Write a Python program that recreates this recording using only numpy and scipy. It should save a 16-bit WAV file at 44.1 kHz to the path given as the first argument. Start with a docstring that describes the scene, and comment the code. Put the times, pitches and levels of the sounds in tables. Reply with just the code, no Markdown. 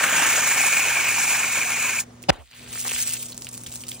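"""In a yard with distant air and a mains machine humming nearby, a hand sprayer fills a rubber balloon on a metal table:
shaped noise hisses, gurgling pings rise in it, and the valve shuts at about 2 s. After a few ticks the balloon
tears in rasping noise and wavering tones, snaps, and its air blast thumps in low sagging sines; the background dips.
The water pours off the table onto concrete as grainy noise, with slaps, then thins to ringing drips.
Two microphone ports hear it; much of the treble reaches the right one slightly first."""
import sys
import numpy as np
from scipy import signal
from scipy.fft import rfft, irfft, next_fast_len
from scipy.io import wavfile
from scipy.ndimage import uniform_filter1d, map_coordinates

SR = 44100
rng = np.random.default_rng(int(sys.argv[2]) if len(sys.argv) > 2 else 0)


def gain_from_db(level_db):
    """Turn a decibel level (scalar or array-like) into a linear amplitude factor."""
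    decades = np.asarray(level_db, float) / 20
    return 10 ** decades


def master_out(mix):
    """Clip the mix to full scale and print it as 16-bit PCM to the path in sys.argv[1]."""
    frames = np.transpose(np.atleast_2d(mix))
    ceiling = np.clip(frames, -1, 1)
    pcm = np.round(ceiling * 32767).astype(np.int16)
    wavfile.write(sys.argv[1], SR, pcm)


N = 176400

# how alike the jet is at the two microphone ports: (frequency [Hz], likeness [-1 to 1])
JET_LIKENESS = [(100, 1), (600, 0.69), (1500, 0.97), (2400, 1), (3300, 0.67), (5000, 0.39), (7000, 1),
                (16000, 1)]
# how alike the loose water and the echo are at the two ports: (frequency [Hz], likeness [-1 to 1])
WET_LIKENESS = [(100, 0.44), (600, 0.12), (2400, 0.74), (5000, 0.37), (8000, 1), (16000, .9)]


def unit(x):
    """Scale to rms 1."""
    return x / np.sqrt(np.mean(x ** 2) + 1e-20)


def along(points, hz):
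    """Read (frequency, value) points along a log frequency axis."""
    f, v = np.transpose(points)
    return np.interp(np.log(hz + 1), np.log(f + 1), v)


def curves(rows):
    """One value per sample for each column after the time."""
    s, *cols = np.transpose(rows)
    return [np.interp(np.arange(N) / SR, s, c) for c in cols]


def wobble(rate):
    """A smooth random curve, rate knots a second."""
    knots = rng.standard_normal(int(N * rate / SR) + 4)
    return map_coordinates(knots, [np.arange(N) * rate / SR])


def filtered(x, response):
    """x times a complex response of frequency."""
    m = next_fast_len(N + 8192)
    return irfft(rfft(x, m) * response(np.fft.rfftfreq(m, 1 / SR)), m)[..., :N]


def shaped_noise(spectrum):
    """Independent noise for each port, coloured by (frequency, level) points; rms 1."""
    return unit(filtered(rng.standard_normal((2, N)), lambda hz: gain_from_db(along(spectrum, hz))))


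def ports(pair, likeness):
    """A direct and a scattered sound at two ports; the direct one trails in phase at the left port."""
    # phase by which the left port trails the right: (frequency [Hz], phase [half turns])
    trail = [(1000, 0), (4500, .1), (6300, .4), (8300, .65), (9600, .5), (10900, 1), (13800, 1),
             (15000, 1.2), (16000, 1.35)]

    def turn(hz):
        return np.arccos(np.clip(along(likeness, hz), -1, 1)) / 2

    def lag(hz):
        return np.exp(np.outer([-1j, 1j], np.pi / 2 * along(trail, hz)))

    direct = filtered(pair[0], lambda hz: np.cos(turn(hz)) * lag(hz))
    scattered = filtered(pair[1], lambda hz: np.sin(turn(hz)))
    return direct + [[1], [-1]] * scattered


def water(spectrum, likeness, band, patchy_db, grainy_db, count):
    """Patchy noise plus about count tiny impacts a second of scattered size, coloured; mono rms 1 within the band."""
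    grain_t60_s = .0025
    z = signal.stft(rng.standard_normal((2, N)), nperseg=512)[2]
    field = uniform_filter1d(rng.standard_normal(z.shape[1:]), size=4, axis=0)
    field = uniform_filter1d(field, size=4, axis=1)
    noise = signal.istft(z * gain_from_db(patchy_db * unit(field)), nperseg=512)[1][:, :N]
    hits = (rng.random(N) < count / SR) * rng.uniform(0.38, 1.4, N) ** 2
    hits = signal.lfilter([1], [1, -gain_from_db(-60 / SR / grain_t60_s)], hits)
    hits = hits * rng.standard_normal((2, N))
    # close the spectrum just outside its end points
    shut = [(spectrum[0][0] * .7, -120)] + list(spectrum) + [(spectrum[-1][0] * 1.1, -120)]
    mixed = unit(noise) + gain_from_db(grainy_db) * unit(hits)
    x = ports(filtered(mixed, lambda hz: gain_from_db(along(shut, hz))), likeness)
    return x / np.std(filtered(x.mean(0), lambda hz: (hz > band[0]) & (hz < band[1])))


def add(track, s, sound):
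    """Mix a sound in at a time."""
    part = track[:, round(s * SR):][:, :sound.shape[-1]]
    part += sound[..., :part.shape[1]]


def yard():
    """Distant air is steady coloured noise; the mains hum is two sines unsteady in level and phase."""
    # hum of the machine nearby: (frequency [Hz], level [dB])
    hum_tones = [(119, -52), (242.2, -52.5)]
    # colour of the distant air: (frequency [Hz], density [dB])
    air_spectrum = [(25, 2), (60, 11.5), (200, 9), (500, 4), (1000, -1), (2400, -8.5), (4500, -13),
                    (6500, -10), (10000, -14.5), (12700, -18), (15700, -15)]
    # the air at the two ports: (frequency [Hz], likeness [-1 to 1])
    air_likeness = [(40, 1), (200, 0.93), (700, 0.25), (3000, 0.29), (16000, 0.63)]
    # the background sinks after the burst: (time [s], level [dB])
    dip = [(2.3, 0), (2.33, -10), (2.44, -14), (2.462, -28), (2.495, -28), (2.53, -13), (2.64, 0)]
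    air_db = -54
    t = np.arange(N) / SR
    hum = 0
    for hz, db in hum_tones:
        level = np.sqrt(2) * gain_from_db(db + 0.57 * wobble(6.18))
        hum = hum + level * np.sin(2 * np.pi * hz * t + 0.88 * wobble(5.3))
    air = water(air_spectrum, air_likeness, (300, 4000), patchy_db=1.8, grainy_db=-32, count=300)
    return gain_from_db(curves(dip)[0]) * (gain_from_db(air_db) * air + hum * gain_from_db([[-.5], [.5]]))


def slaps():
    """Lumps of water landing flat: dull noise that starts at once at each impact and dies exponentially."""
    # slaps of heavy water: (time [s], level [dB])
    impacts = [(2.756, -32), (2.851, -26), (2.862, -29), (2.875, -28), (2.9165, -29)]
    # their colour: (frequency [Hz], density [dB])
    slap_spectrum = [(200, -40), (400, -3), (800, 0), (1700, -3.5), (3000, -8.5), (6000, -31)]
    t60_s = 0.025
    t = np.arange(N) / SR
    env = sum((t > s) * gain_from_db(db - 60 * np.abs(t - s) / t60_s) for s, db in impacts)
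    return ports(env * shaped_noise(slap_spectrum), WET_LIKENESS)


def drops():
    """Each drop: a tick and crack, a rising ring with a stray second tone near its pitch, then a little spray."""
    # single drops and ticks: (time [s], level [dB], starting ring pitch [Hz])
    landings = [(2.2214, -33, 7300), (2.228, -26, 7100), (2.2385, -30.5, 2600), (2.7292, -26, 6500),
                (2.85, -32, 1070), (2.8595, -29, 1550), (2.8754, -23, 6360), (2.892, -17, 2930),
                (2.911, -18, 2493), (2.9177, -19.5, 2500), (2.942, -23, 6900), (2.948, -20, 5840),
                (2.987, -23, 2100), (3.076, -13.5, 8140), (3.105, -24, 2700), (3.1357, -11, 9200),
                (3.168, -25, 3100), (3.214, -25, 7380), (3.2572, -22, 6500), (3.291, -29.5, 5830),
                (3.3216, -28, 4160), (3.329, -27.5, 3930), (3.345, -28, 6600), (3.3778, -19, 7400),
                (3.421, -20.5, 6640), (3.446, -22, 6170), (3.4689, -25, 2880), (3.489, -22, 8140),
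                (3.541, -21.5, 7400), (3.5774, -19, 8500), (3.605, -32, 7300), (3.6364, -23.5, 8500),
                (3.6629, -23.5, 3130), (3.6672, -18.5, 7430), (3.707, -30, 6820), (3.725, -23.5, 7500),
                (3.7388, -22, 9150), (3.7572, -18, 7300), (3.7635, -25, 6500), (3.7735, -30.5, 6700),
                (3.806, -25, 6750), (3.812, -41, 3220), (3.837, -25.5, 2900), (3.8679, -29, 5300),
                (3.883, -22, 8000), (3.8889, -17, 8500), (3.89, -37, 3000), (3.9172, -21.5, 3270)]
    ring_cycles = 5.6  # nominal cycles to fall 15 dB
    tick_gain, crack_gain = 0.71, 0.38  # the tick is the first bright instant of contact
    spray_db, spray_s = -14, 0.032  # starting level, time to fall 20 dB
    spread = 1.48  # crack and spray are filtered to within this factor of the ring
    out, t = np.zeros((2, N)), np.arange(SR // 20) / SR

    def tone(f):
        wave = np.sin(2 * np.pi * f * t * (1 + 12 * t) + [[0], [np.pi / 2]])
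        return wave * gain_from_db(-60 * t * f / (4 * ring_cycles)) * (1 - np.exp(-t * f))

    for s, db, hz in landings:
        ring = tone(hz) + 0.3 * tone(min(hz * rng.uniform(0.83, 1.6), 15000))
        band = signal.butter(2, np.clip([hz / spread, hz * spread], 100, 20000), "bandpass", fs=SR)
        noise = 0.47 * unit(signal.lfilter(*band, rng.standard_normal((2, len(t)))))
        flicker = 4.84 * np.repeat(rng.standard_normal(len(t) // 45), 45)  # dB, in steps of about 1 ms
        spray = gain_from_db(spray_db - 60 * t / (3 * spray_s) + flicker)
        crack = crack_gain * gain_from_db(-60 * t / 0.0054)
        tick = tick_gain * np.diff(rng.standard_normal((2, len(t) + 1))) * gain_from_db(-60 * t / 0.0044)
        add(out, s, gain_from_db(db) * (1.26 * ring + tick + noise * (crack + spray)))
    return ports(out, WET_LIKENESS) * gain_from_db([[-.5], [.5]])


def fall():
    """The sheet of water breaks on table and concrete as grainy noise; the thinner it runs, the clumpier."""
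    # falling water: (time [s], spatter level [dB], heavy splash level [dB])
    flow = [(2.3, -120, -120), (2.33, -53.5, -71), (2.38, -70.5, -78), (2.45, -62, -64), (2.5, -67, -60.5),
            (2.53, -66, -50.5), (2.58, -53, -51.5), (2.66, -55, -50), (2.715, -52, -52.5),
            (2.73, -38.5, -46), (2.84, -35.5, -48), (2.852, -36, -48), (2.89, -35, -41), (2.92, -33.5, -42),
            (2.98, -31, -36.5), (3.05, -32.5, -43.5), (3.15, -36, -45), (3.2, -41, -61), (3.3, -47.5, -81),
            (3.5, -52, -81), (3.63, -53, -81), (3.75, -49, -81), (4, -47.5, -79)]
    # bright spatter: (frequency [Hz], density [dB])
    spatter_spectrum = [(1300, -33), (2500, -7.5), (4500, -6.5), (6200, -1), (7200, -0.5), (8200, 3),
                        (9300, -2), (11000, -0.5), (12700, -8.5), (14500, 6.5), (15700, -2)]
    # heavy splash: (frequency [Hz], density [dB])
    splash_spectrum = [(300, -24), (500, -12), (1000, -11), (1700, -4), (2500, 0), (3400, -3), (5000, -7)]
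    thin_db, clumps_per_db = -36, 0.1  # below this spatter level the flow breaks into dribbles
    spatter_db, splash_db = curves(flow)
    thinness = np.clip(thin_db - spatter_db, 0, 15) * (np.arange(N) > 3 * SR)  # only after 3 s
    clump_db = (1.5 + clumps_per_db * thinness) * (wobble(45) + 0.92 * wobble(140))
    spatter = water(spatter_spectrum, WET_LIKENESS, (4000, 10000), patchy_db=4.0, grainy_db=-2.5, count=700)
    splash = water(splash_spectrum, WET_LIKENESS, (500, 3000), patchy_db=2.8, grainy_db=0, count=500)
    splash_level = gain_from_db(splash_db + 0.34 * clump_db + 0.97 * wobble(30.32))
    return gain_from_db(spatter_db + clump_db) * spatter + splash_level * splash


def tearing_skin(t):
    """The tearing rubber rasps as coloured noise and rings in tones of wandering phase."""
    # the tear: start, loud from, end [s]
    start, loud, end = [2.2835, 2.294, 2.3035]
    # tones of the skin: (frequency [Hz], level [dB], left over right [dB], likeness [-1 to 1])
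    skin_tones = [(180, -19, -3, .6), (320, -17, 0, -.7), (555, -12, 0, -.3), (775, -12, 1, -.3),
                  (920, -18, 0, -.3), (1080, -25, 0, .5), (2550, -25, 0, .8), (2870, -23, -3, .7),
                  (3550, -28, 0, .5)]
    # colour of the rasp: (frequency [Hz], density [dB])
    rasp_spectrum = [(60, -40), (120, -11), (300, -5.5), (900, -6), (1200, -14), (2000, -11), (4000, -10),
                     (8000, -18.5), (10500, -30), (15500, -46)]
    rasp_db, waver = -18.5, .55  # waver scales the phase wander, radians
    rise = np.clip((t - start) / (loud - start), 0, 1) ** 1.5
    tear = rise * gain_from_db(-60 * np.clip(t - end, 0, 1) / 0.004)
    skin = 0
    for hz, db, pan_db, likeness in skin_tones:
        phase = 2 * np.pi * hz * (t - end) + rng.uniform(0, 2 * np.pi) + waver * wobble(200)
        between_ports = np.array([[0], [1]]) * np.arccos(np.clip(likeness, -1, 1))
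        skin = skin + gain_from_db(db + np.array([[.5], [-.5]]) * pan_db) * np.sin(phase + between_ports)
    return tear * (skin + gain_from_db(rasp_db) * shaped_noise(rasp_spectrum))


def squeal(t):
    """The taut rubber's brief squeal: a sine under a bell-shaped envelope, louder on the left."""
    # frequency [Hz], level [dB], middle [s], half length [s]
    hz, db, middle, half = (4957, -19, 2.2945, .0035)
    bell = np.exp(-.5 * ((t - middle) / half) ** 2)
    return gain_from_db(db + np.array([[4], [-6]])) * bell * np.sin(2 * np.pi * hz * t + [[0], [1.4]])


def snaps_and_thumps():
    """The skin snaps free in damped sines; the burst's air blast thumps at the ports in sines sagging in pitch."""
    # snaps of the skin: (time [s], level [dB], frequency [Hz])
    snaps = [(2.2957, -3, 1300), (2.3031, 1, 1800)]
    # low thumps of the burst's air blast at the microphone ports, sagging in pitch:
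    # (time [s], level [dB], from [Hz], sagging to [Hz], decay by 60 dB [s], attack [s])
    thumps = [(2.303, -22, 110, 30, .14, .002), (2.386, -26, 105, 62, .16, .03),
              (2.475, -44, 70, 50, .1, .01), (2.58, -42, 60, 50, .12, .015), (2.655, -43, 55, 45, .3, .02)]
    sag_s = .02
    out, u = np.zeros((2, N)), np.arange(SR // 2) / SR
    for s, db, hz in snaps:
        fade = gain_from_db(db - 60 * u * hz / 5.0)  # 60 dB in five cycles
        add(out, s, fade * np.sin(2 * np.pi * hz * u - 1.2) * (1 - np.exp(-u / 6e-5)))
    for s, db, from_hz, to_hz, t60, attack in thumps:
        turns = to_hz * u + (from_hz - to_hz) * sag_s * (1 - np.exp(-u / sag_s))
        thump = gain_from_db(db - 60 * u / t60) * np.sin(2 * np.pi * turns + [[1.3], [0]])
        add(out, s, thump * (1 - np.exp(-u / attack)) * [[.75], [1.25]])
    return out


def yard_echo(t):
    """The yard's answer to the tear: a diffuse noise that swells, then decays exponentially."""
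    # the tear: start, loud from, end [s]
    tear_end = [2.2835, 2.294, 2.3035][2]
    # colour of the answer: (frequency [Hz], density [dB])
    echo_spectrum = [(250, -3), (700, 1.5), (1500, -8), (3000, -12), (5000, -22)]
    # between these times an extra 40 dB fade sets in: start, end [s]
    fade_s = [2.42, 2.47]
    peak_s, peak_db, t60_s = 2.322, -41.5, 0.52
    drop_db = 60 * np.where(t > peak_s, (t - peak_s) / t60_s, (peak_s - t) / 0.13)
    env = (t > tear_end) * gain_from_db(peak_db - drop_db + np.interp(t, fade_s, [0, -40]))
    return env * water(echo_spectrum, WET_LIKENESS, (300, 3000), patchy_db=3.0, grainy_db=-20.0, count=300)


def burst():
    """The skin tears, squeals and snaps, the air blast thumps at the ports, and the yard answers."""
    t = np.arange(N) / SR
    return snaps_and_thumps() + squeal(t) + yard_echo(t) + tearing_skin(t)


def whistles():
    """Breathy whistle of the nozzle: narrow noise around a drifting pitch."""
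    # its pitch: (time [s], frequency [Hz])
    pitch = [(0, 6710), (.5, 6880), (1, 6990), (2.0, 6980)]
    # its breath: (width [Hz], level [dB])
    shape = [(450, -4)]
    bands = 0
    for hz, (width, db) in zip(curves(pitch), shape):
        breath = np.array([wobble(width) + 1j * wobble(width) for _ in range(2)])
        bands = bands + gain_from_db(db) * breath * np.exp(2j * np.pi * np.cumsum(hz) / SR)
    return ports(bands.real, JET_LIKENESS)


def bubbles(count):
    """Air dragged into the water: count rising pings in all, at random moments and pitches; rms 1."""
    median_hz, spread, cycles = 1415, 0.4, 7.8  # starting pitch, its log spread, nominal cycles to fall 20 dB
    s, pitch, size = rng.random(count), rng.standard_normal(count), rng.uniform(0.32, 1.3, count)
    hz, t = median_hz * np.exp(spread * pitch)[:, None], np.arange(900) / SR
    ping = size[:, None] ** 2 * np.sin(2 * np.pi * hz * t * (1 + 9 * t))
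    ping = ping * gain_from_db(-60 * t * hz / (3 * cycles)) * (1 - np.exp(-t * hz))
    places = (s * N).astype(int)[:, None] + np.arange(900)
    return unit(np.bincount(places.ravel(), ping.ravel(), N + 900)[:N])


def jet():
    """Turbulence sputters in three places: the water inside, the balloon neck, the nozzle."""
    # the jet: (time [s], gurgle level [dB], balloon neck level [dB], nozzle fizz level [dB])
    levels = [(0, -24, -27, -30.5), (.025, -26.5, -33, -27.5), (.04, -19.5, -21, -23.5),
              (.055, -27, -36, -29.5), (.17, -25, -30, -28.5), (.35, -27.5, -28, -27.5),
              (.56, -29.5, -27, -27), (.83, -31, -24, -28.5), (1.0, -31, -25, -31),
              (1.3, -33, -27.5, -30.5), (1.6, -34, -27, -32), (1.9, -34, -27.5, -32.5),
              (1.993, -37.5, -27, -32), (2.005, -43, -37, -25), (2.014, -45, -51, -38),
              (2.04, -60, -50, -53.5), (2.044, -75, -70, -64), (2.13, -120, -120, -120)]
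    # water inside the balloon: (frequency [Hz], density [dB])
    gurgle_spectrum = [(150, -12.5), (400, -12.5), (900, -6.5), (1300, -4), (1650, 2.5), (1950, -2),
                       (2900, -4), (3400, -10), (4200, -17.5)]
    # balloon neck: (frequency [Hz], density [dB])
    neck_spectrum = [(1800, -57), (2050, -15), (2150, 0), (2400, 4.5), (2560, 1), (2700, -6.5),
                     (3300, -21.5), (4200, -17.5), (5200, -24.5)]
    # nozzle: (frequency [Hz], density [dB])
    fizz_spectrum = [(3500, -13), (4500, -12.5), (5300, -8), (6000, -5), (7000, -1), (7600, -2.5),
                     (8000, -1), (8600, -6.5), (9500, -7.5), (10300, -7.5), (11300, -1), (13600, -12),
                     (14800, -0.5), (15700, -12)]
    bubble_db = -5.5  # before the gurgle level
    gurgle_db, neck_db, fizz_db = curves(levels)
    sputter_db = 1.0 * wobble(69.56) + 0.59 * wobble(160)
    gurgle = water(gurgle_spectrum, JET_LIKENESS, (400, 1900), patchy_db=2.0, grainy_db=-6.5, count=500)
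    gurgle = gurgle + gain_from_db(bubble_db) * bubbles(count=1600)
    neck = water(neck_spectrum, JET_LIKENESS, (2000, 3200), patchy_db=1.0, grainy_db=-5.0, count=700)
    fizz = water(fizz_spectrum, JET_LIKENESS, (5000, 10000), patchy_db=2.5, grainy_db=-6, count=1500)
    fizz = fizz + whistles()
    return (gain_from_db(gurgle_db + 1.25 * sputter_db + 0.6 * wobble(39.95)) * gurgle
            + gain_from_db(neck_db + sputter_db + 0.55 * wobble(25.16)) * neck
            + gain_from_db(fizz_db + 0.97 * sputter_db + 0.9 * wobble(12.47)) * fizz)


def scene():
    """All sources at the two ports."""
    return yard() + slaps() + drops() + fall() + burst() + jet()


def low_pass(x):
    """Removes everything above the highest recorded frequency."""
    return signal.sosfilt(signal.butter(12, 16940, fs=SR, output="sos"), x)


def record(dry):
    """The microphone ports' first-order bass roll-off and a sharp upper band limit."""
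    low_hz, top_hz = 45, 15900
    mix = filtered(dry, lambda hz: (hz < top_hz) * (1j * hz / (low_hz + 1j * hz)))
    return low_pass(mix)


dry = scene()
out = record(dry)
master_out(out)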